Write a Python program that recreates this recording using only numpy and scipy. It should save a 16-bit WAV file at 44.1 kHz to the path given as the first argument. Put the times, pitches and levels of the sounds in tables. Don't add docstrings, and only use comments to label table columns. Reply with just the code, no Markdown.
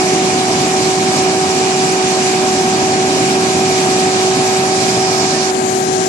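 import sys
import numpy as np
from scipy import signal
from scipy.io import wavfile
from scipy.ndimage import uniform_filter1d

SR = 44100
rng = np.random.default_rng(int(sys.argv[2]) if len(sys.argv) > 2 else 0)


def transcribe(u):
    v = np.clip(np.atleast_2d(u).T, -1, 1)
    q = np.round(v * 32767).astype(np.int16)
    wavfile.write(sys.argv[1], SR, q)


def gain_from_db(level_db):
    decades = np.asarray(level_db, float) / 20
    return 10 ** decades


N = 268128


def read(points, hz):
    f, value = np.transpose(points)
    return np.interp(np.log(hz + 1), np.log(f + 1), value)


def follow(rows, t):
    s, *columns = np.transpose(rows)
    return [np.interp(t, s, c) for c in columns]


def drift(t, top_hz):
    x = 0
    for f in np.geomspace(top_hz / 20, top_hz, 20):
        x = x + np.sin(2 * np.pi * (f * t + rng.random())) / np.sqrt(f)
    return x / x.std()


# (frequency [Hz], left port's lead [rad])
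LEAD = [(0, 0), (900, .65), (1250, 2.2), (1600, 3), (1930, 3.6), (2280, 6.2), (2620, 6.7), (3000, 10),
        (6400, 11.6), (7500, 9.4), (10000, 9)]


def lead(hz):
    return np.interp(hz, *np.transpose(LEAD))


def tone(turns, hz, left_db, right_db):
    lag = np.array([[0], [lead(hz)]])
    wave = np.cos(2 * np.pi * (turns + rng.random()) - lag)
    return np.sqrt(2) * gain_from_db(np.array([left_db, right_db])) * wave


def lumps(hz, t):
    patch = rng.standard_normal((len(hz), len(t)))
    patch = uniform_filter1d(uniform_filter1d(patch, size=30, axis=0), size=7, axis=1)
    return patch / patch.std()


# (frequency [Hz], width [Hz], level [dB])
CASING = [(237, 21, 2), (293.6, 14, 3), (442, 15.5, 7.5), (169.5, 9.7, 6.5), (1120, 48, 1), (2230, 32, 6),
          (2406, 44, 7), (2424, 29, 0), (7440, 140, 1), (6700, 180, 0), (5400, 180, -2.5)]
# (frequency [Hz], left-right likeness [0-1])
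SAME = [(30, 0.3), (86, 0.9), (387, 0.99), (516, 0.69), (775, 0.97), (2110, 0.082), (2368, 0.5),
        (2756, 0.057), (4134, 0.32), (4349, 0.14), (6330, 0.13), (6976, 0.072), (7536, 0.37), (7838, 0.049),
        (9991, 0.075)]


def diffuse_field(hz, band, left_db, right_db, swell_db):
    a, b, c, d = rng.standard_normal((4, *swell_db.shape))
    same = np.clip(read(SAME, hz), 0, 1)[:, None]
    left = a + 1j * b
    right = same * left + np.sqrt(1 - same ** 2) * (c + 1j * d)
    right = right * np.exp(-1j * lead(hz))[:, None]
    ring_db = sum(db / (1 + (2 * (hz - f) / width) ** 2) for f, width, db in CASING)
    ports_db = np.array([left_db, right_db]) + ring_db
    level = gain_from_db(ports_db[:, :, None] + swell_db + 16.5) * band[:, None]
    return signal.istft(np.array([left, right]) * level, nperseg=1024, noverlap=768)[1][:, :N]


# (frequency [Hz], level [dB per Hz])
ROAR_LEFT = [(32, -72), (43, -83), (96, -64), (129, -49.5), (172, -49), (236, -45.5), (366, -45.5),
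             (506, -57), (624, -48.5), (764, -45.5), (861, -53), (1001, -58.5), (1200, -54)]
ROAR_RIGHT = [(32, -69), (43, -84), (53, -61.4), (86, -62.5), (118, -48), (172, -48), (247, -43.5),
              (376, -45), (516, -55), (645, -46.5), (732, -49.5), (1108, -50.5), (1291, -54)]


def engine_roar(hz, t):
    wander_db = -0.14 + 1.0 * drift(t, 4.3)
    swell_db = wander_db * (hz < 360)[:, None] + 0.88 * lumps(hz, t)
    return diffuse_field(hz, hz < 1310, read(ROAR_LEFT, hz), read(ROAR_RIGHT, hz), swell_db)


# (time [s], level [dB])
SNAGS = [(.15, 1), (.75, 0.5), (1.18, 1.2), (1.32, -0.7), (1.6, 0.5), (1.82, 1), (2.12, 1.2), (2.28, 1.5),
         (2.85, -0.3), (3.28, 1), (3.78, 1), (3.92, 0.7), (4.2, 0.7), (4.62, -0.5), (4.88, 1), (5.5, -1.5),
         (5.7, 0.5), (6, 0.7)]


def bite(t):
    snag_s = 0.052
    snags_db = sum(db * np.exp(-.5 * ((t - s) / snag_s) ** 2) for s, db in SNAGS)
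    return 0.5 + 0.2 * drift(t, 3.3) + snags_db


# (frequency [Hz], level [dB per Hz])
HISS_LEFT = [(1400, -58.5), (1636, -54.5), (2067, -59.5), (2411, -61), (2971, -60.5), (3660, -61.5),
             (4134, -58), (5211, -59), (6933, -54), (7192, -52.5), (8742, -61.5), (11000, -66.5),
             (14400, -80.5)]
HISS_RIGHT = [(1335, -54.5), (2067, -56), (2325, -55), (3316, -57.5), (5598, -52.5), (7407, -63),
              (8484, -64.5), (9500, -69.5), (11500, -77), (14400, -88)]


def grinding_hiss(hz, t):
    grind = np.clip(np.log2(hz / 1300 + 1e-9) / 1.1, 0, 1)[:, None]
    flutter_db = 1.0 * lumps(hz, t) + 0.42 * drift(t, 60)
    swell_db = grind * (bite(t) + flutter_db)
    return diffuse_field(hz, hz >= 1310, read(HISS_LEFT, hz), read(HISS_RIGHT, hz), swell_db)


SHAFT_HZ, PISTONS = 35.44, 9
# (multiple of shaft rate, level [dB])
ENGINE = [(2, -75), (3, -49), (4, -39), (5, -37.5), (6, -35.5), (7, -30.5), (8, -74)]
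# (multiple of piston rate, left level [dB], right level [dB])
PUMP = [(1, -34.8, -33.5), (2, -41.3, -35.1), (3, -43.5, -39.5), (4, -38.8, -34.1), (5, -35.5, -44),
        (6, -41.5, -39), (7, -48.3, -41.0), (8, -44.5, -39.7), (9, -49, -36), (10, -50.7, -43.4)]


def power_pack(t):
    turns = np.cumsum(SHAFT_HZ * (1 + .0005 * drift(t, 3))) / SR
    coarse = t[::256]

    def waver():
        return np.interp(t, coarse, 2.0 * drift(coarse, 2) - .8)

    out = 0
    for k, db in ENGINE:
        out = out + tone(k * turns, k * SHAFT_HZ, db + waver(), db + waver())
    for k, left_db, right_db in PUMP:
        order = PISTONS * k
        out = out + tone(order * turns, order * SHAFT_HZ, left_db + waver(), right_db + waver())
    return out


# (time [s], pitch [Hz], level [dB], second harmonic level [dB])
WHINE = [(0, 373.7, -16.5, -21.5), (0.45, 374.6, -21.5, -21.5), (0.8, 376.2, -18.5, -21.5),
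         (1.7, 376.9, -18.5, -20.5), (2.15, 374.9, -17.5, -21.5), (2.6, 376.6, -18.5, -19.5),
         (3.3, 377.3, -18, -22), (3.95, 376, -17.2, -20), (4.2, 375.3, -17.5, -21),
         (4.75, 378.5, -18.5, -20.5), (5.4, 376.6, -19, -22.5), (5.65, 376.8, -17, -22.5),
         (6.08, 376.4, -16.5, -19.5)]
# (left level [dB], right level [dB])
WHINE_PAN = [
    (-1.75, 2),
    (0.2, 0),
]


def drive_motor(t):
    hz, *levels_db = follow(WHINE, t)
    turns = np.cumsum(hz) / SR
    out = 0
    for k, (db, (left_db, right_db)) in enumerate(zip(levels_db, WHINE_PAN), start=1):
        out = out + tone(k * turns, k * hz.mean(), db + left_db, db + right_db)
    return out


# (start [s], end [s], frequency [Hz], level [dB])
SQUEAK = (5.33, 5.39, 1790, -28)


def squeak(t):
    start, end, hz, db = SQUEAK
    gate = np.clip(np.minimum(t - start, end - t) / 0.011, 0, 1)
    return gain_from_db(db) * gate * np.sin(2 * np.pi * hz * t)


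def finger(t):
    near_s, cupped_s, seal_s, snap_s = 4.6, 5.15, 5.506, .016
    after = np.maximum(t - seal_s, 0)
    cup = np.clip((t - near_s) / (cupped_s - near_s), 0, 1) ** .7
    seal = .9 * (1 - np.exp(-after / snap_s)) + .35 * after
    return cup * np.exp(-2 * after / snap_s), seal


# (time [s], share turned)
TURN = [
    (5.15, 0),
    (5.49, -.3),
    (5.58, -.2),
    (5.9, 1),
    (6.08, .9),
]
# (frequency [Hz], level change [dB])
CUPPED = [(1033, -0.7), (3359, -1), (4995, 4), (6201, 3), (6804, 6), (7321, 4.5), (9991, 0)]
SEALED = [(215, -1.9), (1464, -5.0), (3273, -14.2), (4651, -26.4), (6287, -27.0), (7493, -22.1),
          (9000, -20)]
TURNED = [(1033, -0.3), (2411, -0.5), (4823, 1.7), (5598, 4.5), (8010, -0.5), (9991, 0.5), (10938, -0.2)]


def hand_on_phone(dry):
    cavity_hz = 700
    hz, t, z = signal.stft(dry, SR, nperseg=256, noverlap=192)
    cup, seal = finger(t)
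    turn = follow(TURN, t)[0]
    left = gain_from_db(np.outer(read(TURNED, hz), turn))
    right = gain_from_db(np.outer(read(CUPPED, hz), cup) + np.outer(read(SEALED, hz), seal))
    right = right * np.exp(-1j * np.outer(np.arctan(hz / cavity_hz), seal))
    return signal.istft(z * [left, right], SR, nperseg=256, noverlap=192)[1][:, :N]


# (time [s], frequency [Hz], peak [dB], t60 [s])
SEAL_POP = (5.553, 3100, -10, .008)


def seal_pop(t):
    s, hz, db, t60 = SEAL_POP
    after = np.maximum(t - s, 0)
    return gain_from_db(db - 60 * after / t60) * np.sin(2 * np.pi * hz * after) * [[0], [1]]


# (time [s], drop of the threshold [dB])
SPARE = [
    (5.55, 0),
    (5.68, 7),
    (5.8, 10),
    (5.88, 0),
    (6.03, 0),
    (6.08, 9),
]


def thin_treble(x):
    hz, t, z = signal.stft(x, SR, "cosine", nperseg=2048, noverlap=1024, boundary="even", padded=False)
    power_db = 10 * np.log10(abs(z) ** 2 + 1e-20)
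    hiss_db = power_db[:, (hz > 3000) & (hz < 8000)].mean(axis=1, keepdims=True)
    luck_db = 2.3 * np.repeat(rng.standard_normal((2, 65, len(t))), 16, axis=1)[:, :len(hz)]
    spare_db = follow(SPARE, t)[0] * np.array([1, 0])[:, None, None]
    step = gain_from_db(-48.9 + .68 * (hiss_db + 48) + luck_db + .6 * drift(t, 16) - spare_db)
    rounded = step * np.floor(abs(z) / step + .4) / (abs(z) + 1e-12)
    kept = np.where((hz < 4000)[:, None], 1, rounded)
    return signal.istft(z * kept, SR, "cosine", nperseg=2048, noverlap=1024)[1][:, :N]


def scene():
    t = np.arange(N) / SR
    hz = np.fft.rfftfreq(1024, 1 / SR)
    frame_t = np.arange(N // 256 + 5) * 256 / SR
    wash = engine_roar(hz, frame_t) + grinding_hiss(hz, frame_t)
    return wash + power_pack(t) + drive_motor(t) + squeak(t)


def roll_off(x):
    return signal.sosfilt(signal.butter(12, 14420, fs=SR, output="sos"), x)


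def record(dry):
    held = hand_on_phone(dry) + seal_pop(np.arange(N) / SR)
    held = held / (1 + held ** 6) ** (1 / 6)
    mix = thin_treble(np.pad(held, ((0, 0), (0, 2048)), "reflect"))
    return roll_off(mix)


dry = scene()
out = record(dry)
transcribe(out)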